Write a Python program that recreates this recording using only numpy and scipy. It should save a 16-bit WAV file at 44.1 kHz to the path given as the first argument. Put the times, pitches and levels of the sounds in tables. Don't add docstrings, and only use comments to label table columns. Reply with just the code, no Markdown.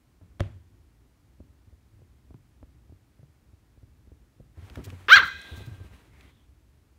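import sys
import numpy as np
from scipy import signal
from scipy.fft import rfft, irfft, next_fast_len
from scipy.io import wavfile
from scipy.ndimage import map_coordinates

SR = 44100
rng = np.random.default_rng(int(sys.argv[2]) if len(sys.argv) > 2 else 0)


def put_to_file(sound):
    columns = np.atleast_2d(sound).T
    safe = np.clip(columns, -1, 1)
    whole_steps = np.round(safe * 32767)
    wavfile.write(sys.argv[1], SR, whole_steps.astype(np.int16))


N = 307818
TIME = np.arange(N) / SR
EDGE_HZ = 15750

# (frequency [Hz], gain [dB])
HISS_EQ = [(20, -15), (60, 2.5), (120, -9), (175, -15), (300, -13.5), (480, -23), (850, -25), (2300, -30),
           (3000, -33), (4800, -35), (9000, -38), (15500, -41)]
RUMBLE_EQ = [(31, -26), (62, 0), (85, -10), (112, -7), (170, -20), (300, -21), (600, -42), (3000, -70)]
# (frequency [Hz], T60 [s])
TAIL_DECAY = [(200, 0.5), (900, 0.29), (1600, .5), (4000, 0.85), (6000, 0.84), (14000, 1.43)]
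# (frequency [Hz], gain [dB])
TAIL_EQ = [(200, 8.5), (1000, -2.5), (1600, 0.5), (2500, -10.5), (4000, -7), (4700, -7.5), (7000, -1.5),
           (14000, -8.5)]
# (centre [Hz], width [Hz], relative level [dB], T60 [s])
TAIL_BANDS = [(1590, 18, -0.5, 1.1), (1996, 170, -8.5, 1.3), (2529, 55, 5.5, 1.3), (3484, 230, -9.5, 1.3),
              (3924, 150, -11.5, 1.6)]
# (delay [s], gain [dB])
YAP_REPEATS = [(.012, -33), (0.026, -17.5), (.066, -18.5), (.108, -25.5)]
# (frequency [Hz], gain [dB])
REPEAT_EQ = [(1800, 1.5), (2500, -6.5), (4000, -1.0), (12000, -16)]

# (middle [s], length [s], level [dB], swish centre [Hz], swish boost [dB])
BODY_SLIDES = [(4.86, .64, -57.5, 1900, 1), (5.45, 0.44, -58, 3540, 16.5), (5.653, 0.47, -59, 1990, -6),
               (5.976, 0.29, -60.5, 2980, 0.5), (6.21, 0.22, -63, 2060, 7), (6.35, .25, -73, 3400, 14)]
# (frequency [Hz], gain [dB])
CLOTH_EQ = [(100, -11.5), (300, -4), (550, -11), (1000, -11), (2400, -14.5), (3200, -18), (5000, -25.5),
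            (9000, -27.5), (15000, -33.5)]
# (time [s], peak [dB], centre [Hz])
CLAW_SNAPS = [(4.6991, -38.5, 2850), (4.757, -31.5, 2100), (4.902, -37.5, 2562), (5.4155, -41, 7440),
              (6.209, -42.5, 2850)]
# (frequency / centre [ratio], gain [dB])
SNAP_EQ = [(.25, -14), (.5, -4), (1, 0), (2, -13), (5, -25)]
# (time [s], relative level [dB], length [s])
CLAW_SCRATCHES = [(4.836, -45.5, 0.031), (5.23, -49, 0.067), (5.553, -52.5, 0.047), (5.652, -57, 0.023)]
# (frequency [Hz], gain [dB])
SCRATCH_EQ = [(500, -23.5), (2000, -3), (3500, 1), (8000, -2.5), (10500, -10), (14000, -4)]
# (time [s], relative scuff level [dB], relative thud level [dB], second contact delay [s])
BED_THUDS = [(0.212, -52, -47, .02), (0.536, -64, -45, .023), (4.572, -49, -38, .05),
             (4.702, -44, -42, .06), (4.772, -30, -38, .018), (4.869, -41, -35, .055),
             (5.165, -34, -38, .06), (5.335, -52, -48, .025), (5.516, -42, -34, .015),
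             (5.575, -39, -41, .03), (5.672, -44, -35, .042), (5.801, -44, -41, .039),
             (5.909, -51, -51, .02), (6.484, -63, -52, .02)]
# (frequency [Hz], gain [dB])
SCUFF_EQ = [(60, -1), (200, 1), (400, -5.5), (800, -18.5), (1500, -24.5), (4000, -40), (15000, -55)]
# (time [s], relative level [dB], tilt above the knee [dB/octave], first finger lead [s])
FINGER_TAPS = [(1.401, -42, 1, 0), (1.725, -56, -4, 0.052), (2.017, -54.5, 2.5, 0.027),
               (2.341, -45, 4, 0.036), (2.627, -42, 4, 0.00083), (2.921, -49, -3, 0.027),
               (3.229, -52.5, 3, 0.038), (3.531, -57.5, -10, 0), (3.829, -55, 0, 0.056),
               (4.116, -49.5, -4.5, 0.044), (4.401, -48, -10, 0.0043)]
# (frequency [Hz], gain [dB])
TICK_EQ = [(60, -7), (250, 15.5), (650, 3), (1200, -18.5), (2500, -34), (6000, -61), (15000, -66)]

# (time [s], relative level [dB])
KNOCK_CONTACTS = [(0.3968, -17.5), (0.4016, -16), (.4055, -1)]
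# (frequency [Hz], relative level [dB], T60 [s])
CAMERA_MODES = [(99.2, -16, 0.12), (140, -19, 0.048), (236, -25.5, 0.036), (343, -23.5, 0.045),
                (553, -23, 0.031)]
# (frequency [Hz], gain [dB])
CLICK_EQ = [(100, 0.5), (600, 8), (1000, 0.5), (1900, -0.5), (3500, -5), (5000, -17.5), (10000, -24.5),
            (15000, -41)]

# (frequency [Hz], gain [dB])
TRACT_EQ = [(300, -49), (820, -33), (1050, -18.5), (1260, -6), (1580, 2), (1780, -11.5), (2020, -4),
            (2330, -12), (3000, -13.5), (4400, -12.5), (5000, -30), (5900, -30), (8600, -47),
            (11500, -61.5), (14000, -44)]
# (frequency [Hz], gain [dB])
POP_EQ = [(500, -35.5), (1500, -15), (1900, 0), (2400, -18.5), (5200, -24.5), (7000, -42.5),
          (15000, -54.5)]

YAP_S, CLIMB_S, FALL_S = 5.0835, .072, .085
START_HZ, TOP_HZ, LAST_HZ, SAG_HZ_PER_S = 336.2, 826.6, 293, 7500
EFFORT_DB, ONSET_DB, ATTACK_S, RELEASE_DB = -5, -21, .061, -45.5
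CATCH_DB, CATCH_S, BREAK_S = -6, .005, .0011
ROUGH_START, ROUGH_HELD, ROUGH_BREAK = .3, .05, .62
START_SETTLE_S, BREAK_SETTLE_S = .015, .054
MOUTH_START, MOUTH_BREAK, MOUTH_END = .79, .97, .44


def amp(db):
    return 10 ** (np.asarray(db) / 20)


def unit(x):
    return x / np.sqrt(np.mean(x ** 2) + 1e-20)


def peaked(x):
    return x / abs(x).max()


def read(points, hz):
    f, value = np.transpose(points)
    return np.interp(np.log(hz + 1), np.log(f + 1), value)


def add(mix, at_s, sound):
    part = mix[max(round(at_s * SR), 0):][:len(sound)]
    part += sound[:len(part)]


def colour(x, eq, size=4096):
    log_gain = np.log(amp(read(eq, abs(np.fft.fftfreq(size, 1 / SR)))))
    taps = np.fft.ifft(np.exp(np.conj(signal.hilbert(log_gain)))).real
    return signal.fftconvolve(x, taps[:size // 2])


def drift(count, rate_hz):
    knots = rng.standard_normal(4096)
    return map_coordinates(knots, [np.arange(count) * 2 * rate_hz / SR], order=3, mode="wrap")


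def burst(decay_s):
    t = TIME[:SR // 5]
    return rng.standard_normal(len(t)) * np.exp(-t / decay_s)


def click(eq, noise, decay_s):
    return peaked(colour(signal.unit_impulse(SR // 5) + noise * burst(decay_s), eq))


def room_tone(hiss_db=-63, rumble_db=-62, waver_db=3):
    hiss = unit(colour(rng.standard_normal(N), HISS_EQ)[:N])
    rumble = unit(colour(rng.standard_normal(N), RUMBLE_EQ)[:N])
    return amp(hiss_db) * hiss + amp(rumble_db + waver_db * drift(N, 5.2)) * rumble


def reverb(x, tail_db, rings_db, onset_s=.019):
    hz, t, noise = signal.stft(rng.standard_normal(SR), SR, nperseg=2048)
    level = amp(read(TAIL_EQ, hz)[:, None] - 60 * t / read(TAIL_DECAY, hz)[:, None])
    for centre_hz, width_hz, db, t60_s in TAIL_BANDS:
        band = np.exp(-((hz[:, None] - centre_hz) / width_hz) ** 2)
        level += band * amp(db + rings_db - 60 * t / t60_s)
    tail = signal.istft(noise * level, SR, nperseg=2048)[1][:SR]
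    tail *= 1 - np.exp(-(TIME[:SR] / onset_s) ** 2)
    return amp(tail_db) * signal.fftconvolve(x, tail / np.linalg.norm(tail))[:N]


def repeats(x):
    dulled, out = colour(x, REPEAT_EQ), np.zeros(N)
    for delay_s, db in YAP_REPEATS:
        add(out, delay_s, amp(db) * dulled)
    return out


def bedding(crinkle_db=-10, crinkles_per_s=400, swish_octaves=.24):
    crinkles = (rng.random(N) < crinkles_per_s / SR) * rng.standard_normal(N)
    hiss = unit(colour(rng.standard_normal(N) + amp(crinkle_db) * unit(crinkles), CLOTH_EQ)[:N])
    size, out = next_fast_len(N), np.zeros(N)
    spectrum, hz = rfft(hiss, size), np.fft.rfftfreq(size, 1 / SR)
    for middle_s, length_s, db, swish_hz, swish_db in BODY_SLIDES:
        swish = amp(swish_db * np.exp(-(np.log2((hz + 1) / swish_hz) / swish_octaves) ** 2))
        swell = np.maximum(1 - (2 * (TIME - middle_s) / length_s) ** 2, 0) ** .64
        out += amp(db) * swell * irfft(spectrum * swish, size)[:N]
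    pressure = amp(1.3 * drift(N, 18))
    return pressure * out


def claws(scratch_gain_db=-2):
    out = np.zeros(N)
    for at_s, db, centre_hz in CLAW_SNAPS:
        eq = [(ratio * centre_hz, gain_db) for ratio, gain_db in SNAP_EQ]
        add(out, at_s, amp(db) * peaked(colour(burst(.0024), eq)))
    for at_s, db, length_s in CLAW_SCRATCHES:
        count = int(length_s * SR)
        threads = rng.standard_normal(count) * amp(3 * drift(count, 900)) * np.hanning(count) ** .5
        add(out, at_s, amp(db + scratch_gain_db) * colour(unit(threads), SCRATCH_EQ))
    return out


def mattress_thud(median_hz, spread, rise_s):
    t = TIME[:SR // 5]
    hz = median_hz * np.exp(spread * rng.standard_normal())
    return t / rise_s * np.exp(1 - t / rise_s) * np.sin(2 * np.pi * hz * t)


def bed_thuds(gain_db=2, second_db=-2.5):
    out = np.zeros(N)
    for first_s, scuff_db, thud_db, delay_s in BED_THUDS:
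        for at_s, contact_db in (first_s, 0), (first_s + delay_s, second_db):
            scuff = peaked(colour(burst(.02), SCUFF_EQ))
            thud = mattress_thud(median_hz=82, spread=.15, rise_s=.01)
            add(out, at_s, amp(scuff_db + contact_db) * scuff)
            add(out, at_s, amp(thud_db + contact_db) * thud)
    return amp(gain_db) * out


def fingers(tick_gain_db=3, tick_lag_s=.002, knee_hz=394, lead_db=-3, usual_tap_db=-48):
    out = np.zeros(N)
    for tap_s, db, tilt_db, lead_s in FINGER_TAPS:
        thud_db = -42 + .3 * (db - usual_tap_db)
        eq = [(hz, gain_db + tilt_db * max(np.log2(hz / knee_hz), 0)) for hz, gain_db in TICK_EQ]
        landings = [(tap_s, 0), (tap_s - lead_s, lead_db)] if lead_s > tick_lag_s else [(tap_s, 0)]
        for at_s, finger_db in landings:
            tick = click(eq, noise=.13, decay_s=.0027)
            thud = mattress_thud(median_hz=88, spread=.26, rise_s=.0061)
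            add(out, at_s + tick_lag_s, amp(db + finger_db + tick_gain_db) * tick)
            add(out, at_s, amp(thud_db + finger_db) * thud)
    return out


def knock(click_db=-16, scatter_db=-41, ring_lag_s=.00188):
    t, out = TIME[:SR // 3], np.zeros(N)
    ring = sum(amp(db - 60 * t / t60_s) * np.sin(2 * np.pi * hz * t) for hz, db, t60_s in CAMERA_MODES)
    for at_s, db in KNOCK_CONTACTS:
        add(out, at_s + ring_lag_s, -amp(db) * ring)
        add(out, at_s, amp(db + click_db) * click(CLICK_EQ, noise=.18, decay_s=.0012))
        add(out, at_s, amp(db + scatter_db) * peaked(colour(burst(.055), CLICK_EQ)))
    return out


def yap_gesture(t):
    climb_left, fall_s = np.maximum(1 - t / CLIMB_S, 0), np.maximum(t - CLIMB_S, 0)
    broken = np.minimum(fall_s / BREAK_S, 1)
    hz = np.maximum(TOP_HZ - (TOP_HZ - START_HZ) * climb_left ** 2 - SAG_HZ_PER_S * fall_s, LAST_HZ)
    attack_db = ONSET_DB * np.maximum(1 - t / ATTACK_S, 0) ** 2
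    catch_db = CATCH_DB * np.exp(-((t - CLIMB_S) / CATCH_S) ** 2)
    release_db = RELEASE_DB * (fall_s / FALL_S) ** 1.305
    rough = ROUGH_HELD + ROUGH_START * np.exp(-t / START_SETTLE_S)
    rough += ROUGH_BREAK * broken * np.exp(-fall_s / BREAK_SETTLE_S)
    mouth = 1 - (1 - MOUTH_START) * climb_left ** 2 - (1 - MOUTH_BREAK) * broken
    mouth -= (MOUTH_BREAK - MOUTH_END) * (fall_s / FALL_S) ** 2
    return hz, EFFORT_DB + attack_db + catch_db + release_db, np.clip(rough, 0, 1), mouth


def vocal_folds(hz, cycles, rough, mouth, half_db=-2, shimmer_db=4):
    count = len(hz)
    out = np.zeros(count)
    for k in np.arange(2, 60) / 2:
        strength = amp(half_db) * rough if k % 1 else 1 - .5 * rough
        tract = amp(read(TRACT_EQ, k * hz / mouth)) * (k * hz < EDGE_HZ)
        flutter = 1 + .94 * rough * drift(count, 150)
        shimmer = amp(shimmer_db * np.clip(k - 2, 0, 1) * (np.tanh(drift(count, 55)) * 1.5 - .3))
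        smear_rad = .03 * k * drift(count, 300)
        partial = np.sqrt(2) * np.cos(2 * np.pi * k * cycles + k * k + smear_rad)
        out += strength * tract * flutter * shimmer * partial
    return out


def yap(rasp_db=-7, air_db=-31, chest_db=-37, pop_db=-23):
    t = np.arange(0, CLIMB_S + FALL_S, 1 / SR)
    hz, effort_db, rough, mouth = yap_gesture(t)
    jitter = (.004 + .051 * rough) * drift(len(t), 248.9)
    cycles = np.cumsum(hz * (1 + jitter)) / SR
    folds = vocal_folds(hz, cycles, rough, mouth)
    puffs = rng.standard_normal(SR)[:len(t)] * (1 + .7 * np.cos(2 * np.pi * cycles))
    air = (amp(rasp_db) * rough + amp(air_db)) * unit(colour(puffs, TRACT_EQ)[:len(t)])
    fade = np.clip((CLIMB_S + FALL_S - t) / FALL_S, 0, 1)
    chest = amp(chest_db) * fade * np.sqrt(2) * np.sin(2 * np.pi * cycles)
    out = np.zeros(N)
    add(out, YAP_S, (amp(effort_db) * (folds + air) + chest) * signal.windows.tukey(len(t), .03))
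    add(out, YAP_S, amp(pop_db) * click(POP_EQ, noise=.074, decay_s=.0025))
    return out


def scene():
    voice, bump = yap(), knock()
    contacts = fingers() + bed_thuds() + claws()
    tails = repeats(voice) + reverb(voice, tail_db=-18.5, rings_db=-2)
    tails += reverb(bump, tail_db=-21, rings_db=-19) + reverb(contacts, tail_db=-17, rings_db=-6.5)
    return (voice + bump + contacts + tails + bedding() + room_tone())[None]


def record(dry):
    thinned = signal.sosfilt(signal.butter(2, 38, "highpass", fs=SR, output="sos"), dry)
    limited = np.clip(thinned, -1, 1)
    lowpass = signal.firwin(511, EDGE_HZ, window=("kaiser", 9), fs=SR)
    return signal.oaconvolve(limited, lowpass[None], "same")


dry = scene()
out = record(dry)
put_to_file(out)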